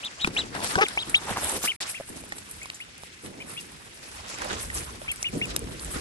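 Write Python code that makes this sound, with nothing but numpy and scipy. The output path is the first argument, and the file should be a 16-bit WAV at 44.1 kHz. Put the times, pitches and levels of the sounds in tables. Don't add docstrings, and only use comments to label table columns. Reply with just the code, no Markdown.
import sys
import numpy as np
from scipy import signal
from scipy.io import wavfile
from scipy.ndimage import uniform_filter1d

SR = 44100
rng = np.random.default_rng(int(sys.argv[2]) if len(sys.argv) > 2 else 0)


def file_out(sig):
    cols = np.atleast_2d(sig).T
    lim = np.clip(cols, -1, 1)
    pcm = np.round(lim * 32767).astype(np.int16)
    wavfile.write(sys.argv[1], SR, pcm)


N = 264820
TIME = np.arange(N) / SR
GROUND_LAG_MS, CUTOFF_HZ = .25, 14000

# pitch in Hz, relative strength there in dB.
AIR_TONE = [(30, -17), (80, 12), (350, 6.5), (800, -10.5), (2000, 9), (3500, 1), (7000, 0), (11000, -32.5)]
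RUMBLE_TONE = [(25, -22.5), (50, 3.5), (100, -3), (200, -9.5), (400, -11.5), (900, -59)]
SCUFF_TONE = [(120, -7), (350, -3), (700, -5), (1400, 0), (2200, -9), (4000, -10), (9000, -64)]
GRAVEL_TONE = [(1000, -0.5), (2400, 3.5), (3600, 3), (5000, 4), (6400, 7.5), (7600, -5), (9000, -33)]
CRUST_TONE = [(4000, -14), (6500, -12.5), (8300, 44.5), (11500, 19.5), (14000, -62)]
FOOTFALL_TONE = [(50, -14), (130, -2), (300, -1.5), (430, -6), (650, -17.5), (1500, -43)]
# pitch in Hz, likeness from 0 to 1.
STEREO_LIKENESS = [(50, 0.938), (300, 0.594), (900, 0.49), (2000, 0.061), (5000, 0.0104), (8000, 0.0164),
                   (10500, 1)]
# time in seconds, level in dB.
RUMBLE_LEVELS = [(0.0, -52), (0.14, -73), (0.22, -46.5), (0.9, -56), (1.35, -41.5), (1.62, -47.5),
                 (1.76, -64), (2.35, -53.5), (3.0, -64.5), (4.25, -53), (4.45, -45), (4.85, -39.5),
                 (5.2, -47.5), (6.0, -36)]
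# time in seconds, lag in ms (see two_ports), left over right in dB.
FOOT_POSITIONS = [(0.0, -.25, 1), (0.75, -.25, 3.5), (1.3, -.09, -.5), (1.7, -.09, 0), (2.3, .25, -1),
                  (4.5, .3, -4), (5.5, .27, -1), (6.0, .27, -1)]
# time in seconds, level in dB, treble level in dB.
RUSTLE_LEVELS = [(0.0, -43.5, -56), (0.5, -53, -74), (0.95, -42.5, -48.5), (1.6, -58.5, -64),
                 (1.76, -56, -52), (2.0, -54.5, -49.5), (2.65, -52, -51.5), (2.95, -56, -58),
                 (3.38, -61, -58.5), (3.65, -53.5, -52.5), (3.9, -55, -51.5), (4.4, -48, -58),
                 (4.88, -48.5, -50), (5.22, -50.5, -50.5), (5.7, -49, -48), (6.0, -43, -37)]
# time of fullest weight, swell and release, all in seconds,
# then the levels of the scuff, the gravel and the snow crust in dB.
TREADS = [(0.274, 0.0435, 0.039, -33, -35, -42), (0.38, 0.107, 0.188, -36.5, -38.5, -45.5),
          (0.55, 0.0605, 0.145, -32, -41, -47.5), (0.637, 0.061, 0.186, -30, -27.5, -33.5),
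          (0.73, 0.205, 0.263, -35.5, -37, -35), (1.10, 0.247, 0.584, -38.5, -62, -46),
          (1.302, 0.138, 0.21, -34, -33.5, -43.5), (1.38, 0.0245, 0.194, -38, -36.5, -34),
          (1.44, 0.145, 0.17, -32.5, -34.5, -34), (1.565, 0.24, 0.052, -34, -33.5, -33.5),
          (1.651, 0.0712, 0.085, -31, -28.5, -25.5), (1.811, 0.0123, 0.12, -34, -27.5, -35.5),
          (1.898, 0.093, 0.133, -64.5, -36.5, -41), (2.17, 0.051, 0.064, -43, -44, -40.5),
          (3.263, 0.067, 0.07, -43, -44, -39.5), (3.50, 0.071, 0.188, -42.5, -44, -39),
          (3.61, 0.058, 0.066, -64, -43.5, -40.5), (4.03, 0.029, 0.25, -44.5, -46, -51),
          (4.17, 0.107, 0.192, -46.5, -41.5, -54), (4.285, 0.096, 0.63, -44, -38, -49),
          (4.44, 0.35, 0.247, -37, -45, -59), (4.52, 0.16, 0.232, -34.5, -38, -63),
          (4.63, 0.106, 0.083, -58.5, -38, -33.5), (4.767, 0.077, 0.22, -39, -37, -33.5),
          (5.34, 0.045, 0.17, -58, -41, -45.5), (5.509, 0.173, 0.163, -40.5, -37.5, -47.5),
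          (5.97, 0.22, 0.07, -39.5, -40.5, -49)]
CRACKLE_HZ = [1820, 2740, 3850, 5220, 6480, 8330]
# start in seconds, level in dB, ring time (seconds to fade by 60 dB).
FOOTFALLS = [(0.275, -36.5, 1.88), (.535, -41, 1.01), (.757, -25, 0.136), (1.072, -32.5, 0.254),
             (1.305, -26.5, 0.119), (1.55, -35.5, 0.24), (2.096, -42.5, 1.49), (3.233, -41.5, 2.26),
             (4.411, -40, 0.56), (5.328, -31.5, 1.627), (5.611, -46.5, 1.36), (5.956, -28, 0.089)]
# start and length in seconds, level in dB,
# middle pitch in Hz.
CRUNCHES = [(0.536, 0.12, -41, 788), (1.262, 0.0796, -34.5, 863), (1.355, 0.0386, -32, 976),
            (1.376, 0.07, -55.5, 11800), (1.418, 0.149, -40.5, 728), (1.51, 0.0714, -38.5, 388),
            (1.552, 0.0407, -44, 11800), (1.609, 0.0834, -37.5, 11600), (1.634, .03, -45, 680),
            (3.234, .3, -55, 680), (4.39, 0.1244, -40.5, 782), (4.47, 0.1202, -43.5, 420.5),
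            (4.725, 0.0816, -43.5, 1190), (4.735, 0.08, -41.5, 6900)]
# start in seconds, level in dB, pitch in Hz,
# ring time in seconds, relative level of the crack in dB.
KNOCKS = [(0.2452, -12, 1388, 0.0235, -37), (0.2459, -7, 2477, 0.0177, -32),
          (0.2478, -18.5, 187, 0.039, -21.5), (.2735, -18, 1080, 0.0072, -2),
          (0.2755, -9, 339.6, 0.0125, -30), (0.55, -12, 990, 0.00595, -27), (.604, -19, 926, 0.0137, -11.5),
          (0.755, -8, 1539, 0.0285, -9), (.759, -19.5, 970, 0.0295, -12),
          (0.763, -14.5, 149.5, 0.02, -24.5), (0.885, -21, 3600, .012, -3.5),
          (0.908, -28, 1100, 0.0144, -7), (0.974, -15, 857, 0.0122, -10), (1.372, -17.5, 900, 0.0165, -1.5),
          (1.381, -20, 376, 0.014, -16), (1.432, -21, 600, 0.0263, -11.5), (1.557, -29, 254, 0.026, -2),
          (1.575, -26, 508, 0.0324, -10), (1.64, -19.5, 803, 0.0102, -5.5), (1.806, -28, 1900, 0.0204, 2),
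          (2.000, -23.5, 591, 0.032, -31), (2.0075, -20, 605.4, 0.0213, -25),
          (2.089, -34, 990, 0.0086, -10.5), (2.103, -32, 208, 0.036, -28), (2.239, -26.5, 653, 0.0072, -9),
          (2.322, -18.5, 1864, 0.0168, -8), (2.3252, -28.5, 779, 0.0253, 1.5),
          (2.328, -35, 332, 0.023, 2.5), (2.383, -37, 900, 0.0133, 10.5), (2.657, -26, 1075, 0.0126, -1),
          (3.035, -23.5, 894, 0.0062, -10), (4.386, -31.5, 2780, 0.0067, 11), (4.419, -27, 1430, 0.0147, 7),
          (4.519, -35.5, 1200, 0.0112, 5), (4.509, -23, 374, 0.04, -18.5), (4.531, -28.5, 353, 0.045, -4),
          (4.701, -21, 1905, 0.026, -21.5), (5.017, -27.5, 599, 0.026, -2), (5.228, -29, 693, 0.017, 9.5),
          (5.33, -31.5, 248, 0.038, -19.5), (5.563, -21.5, 656, 0.0082, 8.5),
          (5.795, -35, 4160, 0.0115, 8.5)]
# start in seconds, peak level in dB, pitch in Hz, ring time in seconds.
TICKS = [(0.049, -26.5, 9300, 0.0091), (0.35, -26, 10600, 0.0065), (0.884, -19.5, 8460, 0.02),
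         (0.898, -28.5, 9670, 0.012), (1.025, -26, 8950, 0.0041), (1.095, -21.5, 9500, 0.062),
         (1.445, -12.5, 10000, 0.0058), (1.457, -22, 9950, 0.0095), (1.494, -22.5, 6170, 0.016),
         (2.385, -28, 8400, 0.019), (2.5113, -24, 10120, 0.018), (2.631, -28, 6960, 0.0194),
         (2.662, -33, 4200, 0.0044), (2.7006, -17, 2590, 0.00805), (2.744, -30, 7170, 0.097),
         (2.98, -27.5, 9080, 0.0052), (4.4456, -23, 9370, 0.0094), (4.488, -29, 7000, .008),
         (4.531, -22, 6440, 0.0117), (4.7404, -30, 8900, 0.116), (5.115, -17, 9780, 0.029),
         (5.1598, -24, 9430, 0.011), (5.2275, -14, 6380, 0.0179), (5.4559, -24.5, 8100, 0.01),
         (5.563, -9.5, 10250, 0.0081), (5.574, -25.5, 9600, 0.0047), (5.5921, -21, 9220, 0.0078),
         (5.7971, -26.5, 4940, 0.006), (5.847, -20.5, 8600, 0.0053)]
# time in seconds, slips per second, level in dB, brightness in dB,
# pitch of the low ring in Hz, relative level of the middle ring in dB.
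SQUEAK_CURVES = [(.774, 370, -42, -25, 380, -14), (.779, 375, -21, -25, 400, -14),
                 (.788, 380, -19.5, -10, 620, -7), (.799, 385, -21, -22, 770, -11),
                 (.807, 410, -26, -12, 800, -6), (.812, 430, -18, -3, 420, 0), (.819, 436, -15, 1, 415, 1),
                 (.830, 425, -17, 2, 520, 2), (.839, 405, -18, -8, 400, -7),
                 (.845, 390, -40, -16, 400, -10)]
# pitch in Hz, width in Hz, relative level in dB.
SQUEAK_HIGH_RINGS = [(2406, 710, -2), (5270, 1840, -17.5)]
# start and length in seconds; first, top and last pitch in Hz; share of
# the length at which the top comes; level, fade from start to end and swell (or dip) of the middle in dB;
# the second voice's relative level in dB and pitch offset in Hz; rasp from 0 to 1; lag in ms.
PEEPS = [(0.028, 0.059, 2284, 3632, 2346, 0.582, -29.5, 3.5, 11.5, -5.5, 370.5, 0.54, -0.287),
         (0.194, 0.0629, 2626, 3887, 3274, 0.578, -28, -7.5, 11, -16.5, -450, 0.8, -0.3055),
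         (0.364, 0.0596, 2112, 3973, 2657, 0.538, -24, 17.5, 3, -13.5, -1100, 0.21, -0.262),
         (0.818, 0.0507, 2473, 3710, 1927, 0.453, -32.5, -14.5, -3.5, -17, -450, 0.22, -0.145),
         (0.975, 0.0608, 2011, 3841, 2766, 0.574, -31.5, 10, -12, -12, 421, 0.32, -0.173),
         (1.142, 0.0481, 1950, 3832, 3070, 0.589, -21.5, 35, 4, -23.5, 1104, 0.07, -0.173),
         (1.672, 0.052, 1884, 3152, 1960, .5, -24.5, 6, 2, -17.5, 483, 0.1, -0.0957),
         (1.943, 0.0483, 1822, 2769, 1793, 0.44, -37, 9.5, -2.5, -7.5, 551, 0, -0.122),
         (2.615, 0.0382, 1972, 2540, 2100, 0.57, -39.5, 6, -2.5, -16, 549.5, 0.27, -0.147),
         (2.801, 0.0388, 1887, 2953, 2850, 0.66, -37, 11.5, 2.5, -10.5, 451, 0, -0.145),
         (3.398, 0.0347, 2000, 2487, 2170, 0.518, -38, 5, 2, -4.5, 581, 0, -0.1227),
         (3.562, 0.0444, 1948, 2873, 2505, 0.47, -33, 8.5, 11.5, -4.5, 599.5, 0.17, -0.099),
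         (5.077, 0.0501, 2028, 2726, 1980, 0.505, -27.5, 2, 5, -2.5, 536, 0.09, -0.1684),
         (5.242, 0.0562, 1974, 2999, 2032, 0.404, -25, 14.5, 10, -17.5, 548, .15, -0.1278),
         (5.412, 0.0472, 1867, 2836, 2290, 0.457, -25.5, 12.5, 5.5, -14, 581, 0, -0.1585)]
# pitch in Hz, width in Hz, boost or cut in dB.
LEFT_PORT = [(1100, 350, -3), (5300, 1400, 2.5), (7100, 900, -4), (8500, 800, -2), (10200, 1300, 3)]
RIGHT_PORT = [(900, 500, 1), (6000, 2000, -3), (8200, 600, 2), (10200, 1300, 3)]


def from_db(db):
    return 10 ** (np.asarray(db) / 20)


def rms_one(x):
    return x / np.sqrt(np.mean(x ** 2) + 1e-20)


def in_time(rows):
    times, *columns = np.transpose(rows)
    return [np.interp(TIME, times, column) for column in columns]


def at_hz(rows, hz):
    pitches, values = np.transpose(rows)
    return np.interp(np.log(hz), np.log(pitches), values)


def drift(rate, size=N):
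    step = 40
    r = np.exp(-2 * np.pi * rate * step / SR)
    slow = signal.lfilter([1], [1, -2 * r, r * r], rng.standard_normal(size // step + 2002))
    slow = rms_one(slow[1000:])
    return np.interp(np.arange(size) / step, np.arange(len(slow)), slow)


def resonance(x, hz, width_hz):
    r = np.exp(-np.pi * width_hz / SR)
    feedback = [1, -2 * r * np.cos(2 * np.pi * hz / SR), r * r]
    return signal.lfilter(np.array([1, 0, -1]) * (1 - r * r) / 2, feedback, x + 1e-18)


def moving_resonance(x, hz, width_hz):
    r = np.exp(-np.pi * width_hz / SR)
    turn = np.exp(2j * np.pi * np.cumsum(hz) / SR)
    return 2 * np.real(turn * signal.lfilter([1 - r], [1, -r], x / turn))


def two_ports(x, lag_ms):
    lag = np.rint(lag_ms * SR / 1000).astype(int)
    i = np.arange(len(x))
    return np.array([x[np.clip(i - lag, 0, i)], x[np.clip(i + lag, 0, i)]])


def pan_left(db):
    return from_db(db * np.array([[.5], [-.5]]))


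def foot_position(seconds):
    times, lag_ms, pan_db = np.transpose(FOOT_POSITIONS)
    return np.interp(seconds, times, lag_ms), pan_left(np.interp(seconds, times, pan_db))


def add(out, start, sound):
    i = max(int(start * SR), 0)
    out[:, i:i + sound.shape[1]] += sound[:, :N - i]


def burst(ring_s, hz, width_hz):
    t = TIME[:SR // 6]
    sound = resonance(rng.standard_normal(len(t)) * from_db(-60 * t / ring_s), hz, width_hz)
    return sound / abs(sound).max()


def grainy_noise(tone, flicker_db, flicker_rate, grain_db=2.5, lag_ms=GROUND_LAG_MS):
    out, edges = 0, 22 * 2 ** np.arange(0, 9.6, .5)
    together = drift(flicker_rate)
    grains = from_db(grain_db * np.clip(drift(500), -3, 2.6))
    white = rng.standard_normal((2, 3, N)) * grains
    for k, (low, high) in enumerate(zip(edges, edges[1:])):
        hz = np.sqrt(low * high)
        if not tone[0][0] / 2 < hz < tone[-1][0] * 2:
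            continue
        band = signal.sosfilt(signal.butter(2, [low, high], "band", fs=SR, output="sos"), white[k % 2])
        alike = at_hz(STEREO_LIKENESS, hz)
        stereo = np.sqrt(alike) * two_ports(band[0], lag_ms) + np.sqrt(1 - alike) * band[1:]
        flicker = together + 1.397 * drift(flicker_rate)
        out = out + from_db(at_hz(tone, hz) + flicker_db * flicker) * stereo
    return rms_one(out)


def scatter(x, echo_db=-24, ring_s=0.074):
    t = TIME[:SR // 5]
    tail = rng.standard_normal((2, len(t))) * from_db(-60 * t / ring_s) * (t > .003)
    echo = signal.fftconvolve(x, tail / np.linalg.norm(tail[0]), axes=1)[:, :N]
    return x + from_db(echo_db) * echo


def cut_treble(x, hz):
    return signal.sosfilt(signal.cheby1(8, .5, hz, fs=SR, output="sos"), x)


def port(x, tone):
    for hz, width_hz, db in tone:
        x = x + (from_db(db) - 1) * resonance(x, hz, width_hz)
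    return x


def air(level_db=-49):
    return from_db(level_db) * grainy_noise(AIR_TONE, flicker_db=0.92, flicker_rate=19, grain_db=2)


def rumble():
    level_db, = in_time(RUMBLE_LEVELS)
    return from_db(level_db) * grainy_noise(RUMBLE_TONE, flicker_db=2.5, flicker_rate=7.2)


def crackle(lag_ms, snaps_per_s=130, spread_db=6.5):
    snapping = rng.random(N) < snaps_per_s / SR
    snaps = snapping * from_db(spread_db * np.minimum(rng.exponential(1, N), 2.5))
    rings = sum(resonance(snaps * rng.standard_normal(N), hz, 0.318 * hz) for hz in CRACKLE_HZ)
    return two_ports(rms_one(rings), lag_ms)


def treads(swell_db=25, crackle_db=-11.5):
    rustle_db, treble_db = in_time(RUSTLE_LEVELS)
    power = from_db([rustle_db, rustle_db - 1.5, treble_db]) ** 2
    for fullest, swell, release, *levels_db in TREADS:
        away = np.maximum((fullest - TIME) / swell, (TIME - fullest) / release)
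        weight = from_db(-swell_db * np.minimum(away, 10))
        power += np.outer(from_db(levels_db), weight) ** 2
    scuff_gain, gravel_gain, crust_gain = np.sqrt(power)
    lag_ms, pan = foot_position(TIME)
    scuff = grainy_noise(SCUFF_TONE, flicker_db=2, flicker_rate=28.7, lag_ms=lag_ms)
    gravel = grainy_noise(GRAVEL_TONE, flicker_db=2, flicker_rate=23.4, grain_db=2, lag_ms=lag_ms)
    gravel = rms_one(gravel + from_db(crackle_db) * crackle(lag_ms))
    crust = grainy_noise(CRUST_TONE, flicker_db=2.5, flicker_rate=15.44)
    return scuff_gain * pan * scuff + gravel_gain * gravel + crust_gain * crust


def footfalls(attack_s=0.00433):
    weight = np.zeros(N)
    for start, level_db, ring_s in FOOTFALLS:
        age = np.maximum(TIME - start, 0)
        fade_db = np.minimum(60 * age / ring_s, 120)
        weight += np.minimum(age / attack_s, 1) * from_db(level_db - fade_db)
    lag_ms, pan = foot_position(TIME)
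    return weight * pan * grainy_noise(FOOTFALL_TONE, flicker_db=1.5, flicker_rate=26.7, lag_ms=lag_ms)


def crunches(pitch_count=10, octaves=1.036, grains_per_s=700, spread_db=0.5, ring_cycles=9.4):
    out = np.zeros((2, N))
    for start, length, level_db, middle_hz in CRUNCHES:
        size = int(length * SR)
        pitches = np.minimum(middle_hz * 2 ** (octaves * np.linspace(-.5, .5, pitch_count)), CUTOFF_HZ)
        breaks = rng.random((pitch_count, size)) < grains_per_s / pitch_count / SR
        clicks = breaks * rng.choice([-1, 1], breaks.shape)
        clicks = clicks * from_db(-spread_db * rng.standard_normal(breaks.shape))
        rings = sum(resonance(row, hz, 2 * hz / ring_cycles) / np.sqrt(hz)
                    for row, hz in zip(clicks, pitches))
        swell = np.sin(np.pi * np.arange(size) / size)
        lag_ms, pan = foot_position(start)
        add(out, start, pan * two_ports(from_db(level_db) * rms_one(rings * swell), lag_ms))
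    return out


def knocks():
    out, t = np.zeros((2, N)), TIME[:SR // 6]
    for start, level_db, hz, ring_s, crack_db in KNOCKS:
        ring = np.sin(2 * np.pi * hz * t) * from_db(-60 * t / ring_s)
        thump = burst(ring_s, hz, width_hz=hz)
        crack = burst(ring_s=0.0103, hz=2500, width_hz=5000)
        sound = 0.799 * ring + 0.238 * thump + from_db(crack_db) * crack
        lag_ms, pan = foot_position(start)
        add(out, start, pan * two_ports(from_db(level_db) * sound, lag_ms))
    return out


def ticks():
    out = np.zeros((2, N))
    for start, peak_db, hz, ring_s in TICKS:
        snap = burst(ring_s, hz, width_hz=0.183 * hz)
        add(out, start, two_ports(from_db(peak_db) * snap, GROUND_LAG_MS))
    return out


def squeak(jitter=0.015, roughness=0.0937, top_hz=6500):
    slips_per_s, level_db, bright_db, low_hz, middle_db = in_time(SQUEAK_CURVES)
    sounding = (TIME > SQUEAK_CURVES[0][0]) & (TIME < SQUEAK_CURVES[-1][0])
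    slip_count = np.cumsum(slips_per_s * (1 + jitter * drift(163))) / SR
    pulses = np.diff(np.floor(slip_count), prepend=0)
    grit = roughness * rng.standard_normal(N) * (1 - slip_count % 1) ** 2
    low = moving_resonance(pulses + grit, low_hz, width_hz=122)
    middle = from_db(middle_db) * resonance(pulses + grit, hz=1234, width_hz=510)
    high = sum(from_db(db) * resonance(.5 * pulses + 2 * grit, hz, width_hz)
               for hz, width_hz, db in SQUEAK_HIGH_RINGS)
    rings = low - middle + from_db(bright_db) * high
    sound = signal.sosfilt(signal.butter(6, top_hz, fs=SR, output="sos"), rings)
    even = sound / np.sqrt(uniform_filter1d(sound ** 2, size=400) + 1e-12)
    return two_ports(even * sounding * from_db(level_db), lag_ms=-.2) * pan_left(db=4)


def duckling(waver=0.00383, rasp_waver=0.0763, hoarseness=0.032, flutter_db=3, edge_s=.002):
    out = np.zeros((2, N))
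    for (start, length, first_hz, top_hz, last_hz, crest, level_db, fade_db, swell_db,
         second_db, offset_hz, rasp, lag_ms) in PEEPS:
        t = np.arange(int(length * SR)) / SR
        along = t / t[-1]
        rising = np.maximum(1 - along / crest, 0)
        falling = np.maximum((along - crest) / (1 - crest), 0)
        hz = top_hz - (top_hz - first_hz) * rising ** 2 - (top_hz - last_hz) * falling ** 2
        cracking = rasp * np.exp(-((along - 0.305) / 0.195) ** 2)
        wobble = (waver + rasp_waver * cracking) * drift(125, size=len(t))
        phase = 2 * np.pi * np.cumsum(hz * (1 + wobble)) / SR
        second_voice = from_db(second_db) * np.sin(phase + 2 * np.pi * offset_hz * t)
        octave_db = -28 + 12.5 * (top_hz / 1000 - 3)
        overtones = from_db(octave_db) * np.sin(2 * phase) + from_db(-36) * np.sin(3 * phase)
        bloom = np.sin(np.pi * along)
        whistle = np.sin(phase) + bloom * (second_voice + overtones)
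        flapping = rms_one(resonance(rng.standard_normal(len(t)), hz=380, width_hz=283))
        hoarse = rms_one(1 + (cracking + hoarseness * bloom) * flapping)
        loudness_db = level_db + fade_db * (.5 - along) - swell_db * (2 * along - 1) ** 2
        loudness_db += flutter_db * drift(280, size=len(t))
        soft_edges = np.clip(np.minimum(t, t[-1] - t) / edge_s, 0, 1)
        voice = whistle * hoarse * soft_edges * from_db(loudness_db)
        add(out, start, two_ports(voice, lag_ms) * pan_left(db=2))
    throat = resonance(out, hz=3800, width_hz=296)
    return out + 0.167 * throat


def scene():
    background = rumble() + air()
    short_sounds = scatter(duckling() + knocks() + ticks() + squeak())
    mix = background + short_sounds + footfalls() + treads()
    return cut_treble(mix, hz=11400) + scatter(crunches())


def record(dry, widen=0.353, dropout_s=(1.763, 1.804)):
    heard = np.array([port(dry[0], LEFT_PORT), port(dry[1], RIGHT_PORT)])
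    side = widen * resonance((heard[0] - heard[1]) / 2, hz=600, width_hz=600)
    silent = (TIME > dropout_s[0]) & (TIME < dropout_s[1])
    sound_on = uniform_filter1d(1. - silent, size=100)
    return cut_treble((heard + [side, -side]) * sound_on, CUTOFF_HZ)


dry = scene()
out = record(dry)
file_out(out)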